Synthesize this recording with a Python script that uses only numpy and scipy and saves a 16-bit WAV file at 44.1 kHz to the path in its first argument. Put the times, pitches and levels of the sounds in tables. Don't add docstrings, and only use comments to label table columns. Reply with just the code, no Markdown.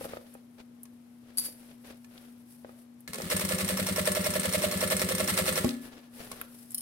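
import sys
import numpy as np
from scipy import signal
from scipy.fft import rfft, irfft, next_fast_len
from scipy.io import wavfile
from scipy.ndimage import uniform_filter1d

SR = 44100
rng = np.random.default_rng(int(sys.argv[2]) if len(sys.argv) > 2 else 0)


def wav_out(sig):
    wavfile.write(sys.argv[1], SR, np.round(np.clip(np.atleast_2d(sig).T, -1, 1) * 32767).astype(np.int16))


N = 300321
TIME = np.arange(N) / SR
SIDES = np.array([[.5], [-.5]])

# [knock level/dB, low arm ring above high/dB, fizz delay after the click t/ms,
# fizz level/dB, loudest clack delay t/ms, clack level/dB]
STITCH_ROWS = [(-33, -2, 65, -25, 17, -33), (-41, -8, 55, -27.5, 14, -36), (-34, 5, 57, -30, 33, -28),
               (-38, 3, 62, -30, 23, -30), (-35, 1, 47, -34, 10, -29), (-36, 2, 56, -36, 25, -30),
               (-37, 3, 58, -33, 21, -30), (-31, -3, 53, -35, 33, -27), (-29, -3, 63, -25, 17, -28),
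               (-30.5, -2, 62, -32, 7.6, -31), (-34, -12, 61, -28, 18, -27), (-30, -1, 59, -26, 17, -32),
               (-35, 9, 61, -33, 24, -28), (-29, -4, 54, -31, 20, -30), (-33, -16, 50, -36, 17, -32),
               (-39, -1, 60, -31, 10, -33), (-30, 2, 68, -29, 33, -30), (-29, -5, 66, -24.5, 18, -32),
               (-34, 3, 50, -32, 22, -27), (-36, 11, 62, -27, 33, -29), (-30, 1, 59, -30, 20, -29),
               (-39, -2, 64, -28, 22, -30), (-29, 1, 52, -33, 17, -29), (-29, 5, 62, -28, 16, -30),
               (-31, 4, 50, -38, 20, -27)]
# [delay t/ms, level/dB relative to the rattle]
RATTLE_BLOWS = [(9, 2.5), (14, -1.5), (21, -2), (27, -1.5), (34, -11)]
# [delay t/ms, level/dB relative to the knock]
ARM_BLOWS = [(9, -15), (14.5, -13), (18.7, -3), (20.4, -1), (22.1, -3), (57.5, -4)]
# [delay t/ms, level/dB relative to the thump]
TABLE_BLOWS = [(43, -3.5), (53, -5.5)]
# [f/Hz, level/dB, t60/s]
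TABLE_MODES = [(74, -15, 0.15), (100.3, -6.5, 0.17), (174.5, -2.5, 0.15), (190.4, 4.5, 0.15),
               (268, -5, 0.031)]
FRAME_MODES = [(70, -17, .1), (142, -8, .09), (250, 0, .06), (355, -5, .13), (430, -9, .1), (600, -6, .07),
               (807, -12, .06), (1100, -12, .09), (1716, -18, 1.3), (4300, -12, .05)]
SNIP_MODES = [(3044, -30, 0.13), (4270, -19, 0.02), (5320, -15, 0.067), (7300, -24, .1), (8340, -26, .03),
              (9400, -1.5, .04), (11200, -7, 0.04), (11790, -8, 0.054), (12800, -16, .015),
              (14150, -5, 0.035)]
# [f/Hz, level/dB, t60/s]
LEVER_MODES = [(1105, -15, 0.064), (1355, -14.5, 0.065), (1734, -14, 0.18), (2157, -6.5, 0.055),
               (2505, -11, 0.059), (2767, -11.5, 0.048), (4230, -6.5, 0.024), (5500, -5, 0.024),
               (8460, -4.5, 0.025), (8990, -3, 0.037), (11470, -4.5, 0.032)]
HOUSING_MODES = [(535, -10.5, 0.037), (568, -0.5, 0.018), (786, -18, 0.042), (1235, -10, 0.033),
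                 (1804, -19.5, 0.05), (2530, -25.5, 0.046)]
JINGLE_MODES = [(3900, -20, .02), (4680, -10, 0.22), (5250, -14, .03), (9200, -3, .02), (10300, -2, .025),
                (11600, -2, .02), (12800, -4, .02), (14200, -9, .015)]
# [f/Hz, level/dB relative to the click, t60/s]
CATCH_MODES = [(5460, -7.5, 0.029)]
# [f/Hz, level/dB, t60/s]
STAND_MODES = [(238.5, -8, .55), (266.3, -9, .55)]
# [f/Hz, level/dB, t60/s]
ARM_LOW_MODES = [(500, -9, .1), (521, -2, .2)]
ARM_HIGH_MODES = [(598, -2, .2), (622, -6, .14)]
# [time after the click t/ms, level/dB]
ARM_DAMPING = [(35, 0), (41, -9)]
# [f/Hz, width/Hz before the share of t60, level/dB relative to the whirr]
GEAR_TONES = [(8860, 70, -20)]
# [f/Hz, level/dB relative to the whirr]
MESH_TONES = [(521, -12), (374, -6), (428, -10), (1716, -14)]
# [t/s, level/dB]
WHIRR_COURSE = [(3.08, -48), (3.125, -57), (3.14, -46.5), (3.29, -45.5), (3.31, -40.5), (5.6, -39.5),
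                (5.68, -41.5), (5.76, -56.5), (5.849, -65)]
# [f/Hz, level/dB per Hz]
CLICK_COLOUR = [(1000, -5), (4000, -8), (5100, -16), (5500, 1), (5900, -6.5), (7000, -8.5), (8800, -6),
                (15500, -9)]
FIZZ_COLOUR = [(3000, -16), (7500, -8), (8500, 2), (8850, 7), (9200, -1), (10500, -6.5), (15500, -14)]
METAL_COLOUR = [(410, -9), (700, -0.5), (747, -11), (1360, 1.5), (1530, -6.5), (1740, 0.5), (2150, 0.5),
                (2350, -4), (4230, -3.5), (5490, -10), (6950, -11.5), (8670, -1.5), (9630, -5.5),
                (15800, -11.5)]
RUMBLE_COLOUR = [(50, -40), (81, -10.5), (129, -13), (189, 1), (222, -10), (290, -7), (350, -16),
                 (445, -13), (560, -7), (760, -31)]
BRIGHT_CLOTH_COLOUR = [(4000, -16.5), (5400, -11.5), (6700, -18), (8000, -10.5), (10200, -4.5), (12000, -6),
                       (15800, -16)]
DULL_CLOTH_COLOUR = [(200, -1), (300, 0), (528, 2), (981, -9), (1490, -8), (2110, -9.5), (4500, -14),
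                     (7500, -21.5), (10000, -27)]
AIR_COLOUR = [(30, -52), (60, -32), (108, -16.5), (203, -22), (238, -19), (271, -18.5), (392, -27),
              (581, -29), (1100, -36.5), (6500, -48.5), (11500, -52), (15000, -52), (15800, -68)]
# [t/s, level/dB]
START_BLOWS = [(3.095, -45.5), (3.234, -40), (3.258, -38)]
# [t/s, level/dB]
HOUSING_BLOWS = [(.011, -32.5), (0.015, -33.5), (0.044, -36.5), (0.049, -36), (0.055, -36), (0.135, -27),
                 (0.17, -31), (0.352, -38), (0.589, -43.5), (.066, -38), (1.485, -45), (2.647, -36.5),
                 (2.693, -40.5), (3.152, -35), (3.185, -33.5), (3.202, -28.5), (6.315, -39.5)]
CLINK_BLOWS = [(6.7195, -50), (6.746, -27), (6.7755, -37), (6.781, -29), (6.807, -36)]
JINGLE_BLOWS = [(1.3725, -33), (1.376, -32), (1.383, -25), (1.391, -30), (1.397, -29.5), (1.448, -37),
                (1.457, -37)]
# [t/s, level/dB]
CLACK_EVENTS = [(.854, -50), (2.045, -49.5), (3.077, -37.5), (3.098, -49), (3.133, -33), (3.144, -32.5),
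                (3.157, -36), (3.184, -36), (3.219, -32.5), (5.645, -29), (5.69, -35), (6.316, -34)]
CRACKLE_EVENTS = [(1.372, -30), (1.383, -26.5), (1.45, -32.5)]
# [t/s, level/dB, centre f/Hz]
TICK_EVENTS = [(0.043, -50, 4000), (0.137, -47, 1500), (.339, -45.5, 10600), (0.832, -36, 11200),
               (1.713, -52, 3000), (2.178, -45, 3500), (2.647, -47.5, 1700), (3.005, -46, 11300),
               (5.623, -41, 4100), (5.69, -29.5, 4040), (5.706, -35, 4270), (6.413, -32, 1740),
               (6.413, -29.5, 12400), (6.706, -35.5, 10400), (6.718, -38, 10500), (6.745, -22.5, 11800)]
# [start t/s, end t/s, bright level/dB, dull level/dB]
CLOTH_SLIDES = [(0, 0.08, -47.5, -46), (0.103, 0.204, -64.5, -52), (0.264, 0.377, -66, -61),
                (0.58, 0.614, -79, -55.5), (1.24, 1.398, -73, -61), (1.394, 1.486, -40.5, -58),
                (1.553, 1.783, -72, -61), (1.849, 1.934, -60, -51.5), (2.112, 2.31, -63.5, -57),
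                (2.474, 2.58, -63.5, -86), (2.637, 2.732, -75, -61), (2.765, 2.832, -66, -68),
                (5.817, 5.877, -52.5, -49.5), (5.891, 6.062, -76, -56), (6.152, 6.294, -53.5, -49),
                (6.305, 6.45, -58.5, -54), (6.518, 6.67, -56.5, -68), (6.71, 6.83, -56, -66)]
# [f/Hz, rms level/dB before waver and panning]
HUM_TONES = [(120, -75), (240, -53), ]
# [f/Hz, left minus right level/dB, left leads/rad]
MACHINE_PLACE = [(90, 2, -0.28), (250, 4, 0.63), (378, -7, -1.5), (547, -1.3, -1.02), (1340, -0.5, -0.31),
                 (2100, 1.5, -1.74), (4870, -2, -1.73), (7650, -8.5, -1.1), (10000, 4, -1.74)]
HAND_PLACE = [(497, 3, 0.88), (3000, -15.5, 5.9), (5560, -10.5, 2.54), (9600, 6.5, 0.92), (12900, -6, 1.9)]

FIRST_STITCH_S, STITCH_S, QUICKER_S = 3.3005, .09448, .0000416
CLICK_DB, RATTLE_DB, THUMP_DB = -26, -32, -29.5
CLICK_SPREAD_DB, RATTLE_SPREAD_DB, THUMP_SPREAD_DB = 1, 2.0, 0.47
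LAST_THUMP_DB = -4
USUAL_KNOCK_DB, RATTLE_SHARE, THUMP_SHARE = -35.5, 0.18, -0.15
LEVER_SPREAD_DB = 3.0
BRAKE_S, BRAKE_DB, STAND_LAG_S = 5.645, -18.5, .004
TICK_WIDTH_HZ, TICK_WIDEST, TICK_T60_S = 3900, 0.69, 0.027
CLACK_HZ, CLACK_WIDTH_HZ, CLACK_T60_S = 6600, 10500, 0.032
CRACKLE_HZ, CRACKLE_WIDTH_HZ, CRACKLE_T60_S = 10800, 2300, 0.14
JINGLE_PAN_DB = 6.5
RUSTLE_DB, AIR_DB, WALLS_DB = -70, -62, -12
TOP_HZ = 15800


def stitches():
    knock, low, fizz_ms, fizz, clack_ms, clack = np.array(STITCH_ROWS, float).T[:, :, None]
    k = np.arange(len(STITCH_ROWS))[:, None]
    starts = FIRST_STITCH_S + STITCH_S * k - QUICKER_S * k ** 2 / 2
    uneven = rng.standard_normal((3, len(starts), 1))
    excess = knock - USUAL_KNOCK_DB
    click = CLICK_DB + CLICK_SPREAD_DB * uneven[0]
    rattle = RATTLE_DB + RATTLE_SPREAD_DB * uneven[1] + RATTLE_SHARE * excess
    thump = THUMP_DB + THUMP_SPREAD_DB * uneven[2] + THUMP_SHARE * excess
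    thump[-1] += LAST_THUMP_DB
    fizz_s = starts + fizz_ms / 1000
    clack_s = starts + clack_ms / 1000

    out = stitch_clicks(starts, click) + stitch_rattles(starts, rattle, clack_s, clack)
    out += stitch_fizzes(fizz_s, fizz)
    loose_ms, loose_db = np.transpose(RATTLE_BLOWS)
    slop_ms = 2.5 * rng.standard_normal((len(starts), len(RATTLE_BLOWS)))
    when = np.hstack([starts, fizz_s, clack_s, starts + (loose_ms + slop_ms) / 1000])
    hard = np.hstack([click - 7, fizz - 4, clack - 1.5, rattle - 3 + loose_db])
    return out + stitch_levers(when, hard) + arm_knocks(starts, knock, low) + table_thumps(starts, thump)


def stitch_clicks(starts, click):
    burst = fade(blows(starts, click, 2.5), 0.042) * noise(CLICK_COLOUR)
    return burst + ring(blows(starts, click, .04), CATCH_MODES, MACHINE_PLACE)


def stitch_rattles(starts, rattle, clack_s, clack):
    force = train(starts, RATTLE_BLOWS, rattle - 3.5, 1.37, 2.6, 0.6) + blows(clack_s, clack - 3.5, 0.51)
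    return fade(force, 0.066) * grit(400, 0.7) * noise(METAL_COLOUR, 590, MACHINE_PLACE)


def stitch_fizzes(fizz_s, fizz):
    return fade(blows(fizz_s, fizz, 0.77), 0.07) * noise(FIZZ_COLOUR)


def stitch_levers(when, hard):
    spot = LEVER_SPREAD_DB * rng.standard_normal((len(when), len(LEVER_MODES), hard.shape[1]))
    out = np.zeros((2, N))
    for j, mode in enumerate(LEVER_MODES):
        out += ring(blows(when, hard + spot[:, j], 0.025), [mode], MACHINE_PLACE)
    return out


def arm_knocks(starts, knock, low):
    arm = np.zeros((2, N))
    for modes, sign in [(ARM_LOW_MODES, 1), (ARM_HIGH_MODES, -1)]:
        force = train(starts, ARM_BLOWS, knock + sign * low / 2, 0.1, 0.88, 0.94)
        arm += ring(force, modes, MACHINE_PLACE)
    latest = np.maximum(np.searchsorted(starts[:, 0], TIME) - 1, 0)
    since_ms = 1000 * (TIME - starts[latest, 0])
    return arm * undb(np.interp(since_ms, *np.transpose(ARM_DAMPING)))


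def table_thumps(starts, thump):
    return -ring(train(starts, TABLE_BLOWS, thump, 0.15, .6, 2.6), TABLE_MODES, MACHINE_PLACE)


def drive():
    run = undb(np.interp(TIME, *np.transpose(WHIRR_COURSE), -150, -150))
    first_pull = -ring(blows(*np.transpose(START_BLOWS), 1.2), TABLE_MODES, MACHINE_PLACE)
    return gear_train(run) + gear_mesh(run) + first_pull + brake()


def gear_train(run):
    whirr = undb(2.03) * grit(300, 3.1) * noise(METAL_COLOUR, 620, MACHINE_PLACE)
    rumble = undb(-1.0) * noise(RUMBLE_COLOUR)
    out = run * (whirr + rumble)
    for hz, width_hz, db in GEAR_TONES:
        t60 = np.log(1000) / (np.pi * width_hz)
        unit = np.sqrt(4 * np.log(1000) / (t60 * SR))
        force = run * (run > 1e-6) * rng.standard_normal(N) * unit
        out += ring(force, [(hz, db, t60)], MACHINE_PLACE)
    return out


def gear_mesh(run):
    return sum(run * undb(db) * grit(15, 3.3) * np.sin(2 * np.pi * hz * TIME) for hz, db in MESH_TONES)


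def brake():
    blow = blows(BRAKE_S, BRAKE_DB, 0.68)
    jolt = np.roll(blow, int(STAND_LAG_S * SR))
    stand = ring(jolt, STAND_MODES[:1], MACHINE_PLACE) - ring(jolt, STAND_MODES[1:], MACHINE_PLACE)
    return ring(blow, FRAME_MODES, MACHINE_PLACE) + stand


def steel():
    clinks = one_by_one(CLINK_BLOWS, SNIP_MODES, .9, .03, 1.5, 0.08)
    jingle = one_by_one(JINGLE_BLOWS, JINGLE_MODES, 0.86, .03, 2.5, 0.064) * undb(SIDES * JINGLE_PAN_DB)
    clacks = one_by_one(CLACK_EVENTS, LEVER_MODES, 0.57, 0.038, 5.65, place=MACHINE_PLACE)
    return clinks + jingle + undb(-4.0) * clacks


def housing_knocks():
    return one_by_one(HOUSING_BLOWS, HOUSING_MODES, 0.97, 0.28, 3.0)


def ticks():
    out = np.zeros((2, N + SR))
    t = np.arange(SR // 4) / SR
    bursts = [(s, db, hz, min(TICK_WIDTH_HZ, TICK_WIDEST * hz), TICK_T60_S) for s, db, hz in TICK_EVENTS]
    bursts += [(s, db, CLACK_HZ, CLACK_WIDTH_HZ, CLACK_T60_S) for s, db in CLACK_EVENTS]
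    bursts += [(s, db, CRACKLE_HZ, CRACKLE_WIDTH_HZ, CRACKLE_T60_S) for s, db in CRACKLE_EVENTS]
    for s, db, hz, width_hz, t60 in bursts:
        edges = np.clip([hz - width_hz / 2, hz + width_hz / 2], 600, .45 * SR)
        band = signal.butter(2, edges, "bandpass", fs=SR, output="sos")
        burst = signal.sosfilt(band, rng.standard_normal((2, len(t))))
        shape = np.minimum(t / 0.00083, 1) * 1000. ** (-t / t60)
        start = int(s * SR)
        out[:, start:start + len(t)] += undb(db + SIDES * 2.6) * shape * burst / burst.std()
    return out[:, :N]


def cloth():
    bright, dull = np.zeros((2, N))
    for start, end, bright_db, dull_db in CLOTH_SLIDES:
        soft = 0.3 * (end - start)
        swell = np.interp(TIME, [start - soft, start + soft], [0, 1])
        shape = swell * np.exp(-np.maximum(TIME - end + soft, 0) / (1.45 * soft))
        bright = bright + undb(bright_db) * shape
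        dull = dull + undb(dull_db) * shape
    bright = bright + undb(RUSTLE_DB) * grit(12, 4.0)
    bright_hiss = bright * grit(90, 2.1) * grit(500, 1.3) * noise(BRIGHT_CLOTH_COLOUR)
    dull_hiss = dull * grit(50, 2.7) * grit(300, 2.1) * noise(DULL_CLOTH_COLOUR)
    return (bright_hiss + dull_hiss) * undb(SIDES * 2.8)


def walls(near):
    t = np.arange(SR // 2) / SR
    colour = [(150, -4.5), (600, 0.5), (15000, -8.0)]  # f/Hz, level/dB per Hz
    tail = noise(colour, 450)[:, :len(t)] * 1000. ** (-t / 0.46) * (t > .004)
    tail = tail / np.sqrt(np.sum(tail ** 2) / 2)
    return undb(WALLS_DB) * signal.fftconvolve(near.mean(axis=0, keepdims=True), tail, axes=1)[:, :N]


def workroom():
    hum = np.zeros(N)
    for hz, db in HUM_TONES:
        hum += undb(db) * np.sqrt(2) * grit(11, 1.0) * np.sin(2 * np.pi * (hz * TIME + rng.random()))
    return hum * undb(SIDES * 3.8) + undb(AIR_DB + SIDES * 4.9) * noise(AIR_COLOUR, 380)


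def train(starts, parts, db, slop_ms, spread_db, push_ms):
    ms, part_db = np.transpose(parts)
    chance = rng.standard_normal((len(starts), 2, len(ms)))
    when = starts + (ms + slop_ms * chance[:, 0]) / 1000
    return blows(when, db + part_db + spread_db * chance[:, 1], push_ms)


def one_by_one(events, modes, share, push_ms, spread_db, scrape=0., place=HAND_PLACE):
    out = 0
    for s, db in events:
        struck = [(hz, g + spread_db * rng.standard_normal(), t60) for hz, g, t60 in modes]
        force = blows(s, db, push_ms)
        if scrape:
            force = force + scrape * fade(force, 0.043) * (TIME < s + .05) * rng.standard_normal(N)
        out = out + ring(force, struck, place, share)
    return out


def ring(force, modes, place, share=0.93):
    out = np.zeros((2, N))
    busy = np.flatnonzero(force)
    a = busy[0]
    b = min(N, busy[-1] + int(share * max(m[2] for m in modes) * SR))
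    f, pan_db, lead = np.transpose(place)
    for hz, db, t60 in modes:
        pole = np.exp(2j * np.pi * hz / SR - np.log(1000) / (t60 * share * SR))
        z = signal.lfilter([1], [1, -pole], force[a:b])
        level = undb(db + SIDES * np.interp(hz, f, pan_db))
        phase = np.exp(1j * SIDES * np.interp(hz, f, lead))
        out[:, a:b] += np.imag(z * level * phase)
    return out


def blows(times, db, push_ms):
    x = np.zeros(N)
    np.add.at(x, np.clip((np.ravel(times) * SR).astype(int), 0, N - 1), np.ravel(undb(db)))
    length = max(push_ms * SR / 1000, 1)
    push = np.sin(np.pi * np.arange(.5, length) / length)
    return np.convolve(x, push / push.sum())[:N]


def fade(x, t60):
    return signal.lfilter([1], [1, -np.exp(-np.log(1000) / (t60 * SR))], x)


def grit(rate, spread_db):
    k = int(SR / rate)
    held = np.repeat(rng.standard_normal(N // k + 1), k)
    g = undb(spread_db * uniform_filter1d(held, k)[:N])
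    return g / np.sqrt(np.mean(g ** 2))


def noise(colour, alike_hz=800, place=((1, 0, 0),)):
    size = next_fast_len(N)
    hz = np.arange(1, size // 2 + 2) * SR / size
    f, db = np.transpose(colour)
    mid, side = rfft(rng.standard_normal((2, size)))
    apart = 1 / np.sqrt(1 + (alike_hz / hz) ** 3)
    pan_db = np.interp(hz, *np.transpose(place)[:2])
    gain = undb(np.interp(np.log(hz), np.log(f), db) + SIDES * pan_db)
    x = irfft((mid + 2 * SIDES * apart * side) * gain, size)[:, :N]
    return x / np.sqrt(np.mean(x ** 2))


def undb(db):
    return 10 ** (np.asarray(db, float) / 20)


def scene():
    near = stitches() + drive() + steel() + housing_knocks() + ticks()
    near = signal.sosfilt(signal.butter(3, 60, "highpass", fs=SR, output="sos"), near)
    return near + walls(near) + cloth() + workroom()


def record(dry):
    return signal.sosfilt(signal.ellip(10, .2, 70, TOP_HZ, fs=SR, output="sos"), dry)


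dry = scene()
out = record(dry)
wav_out(out)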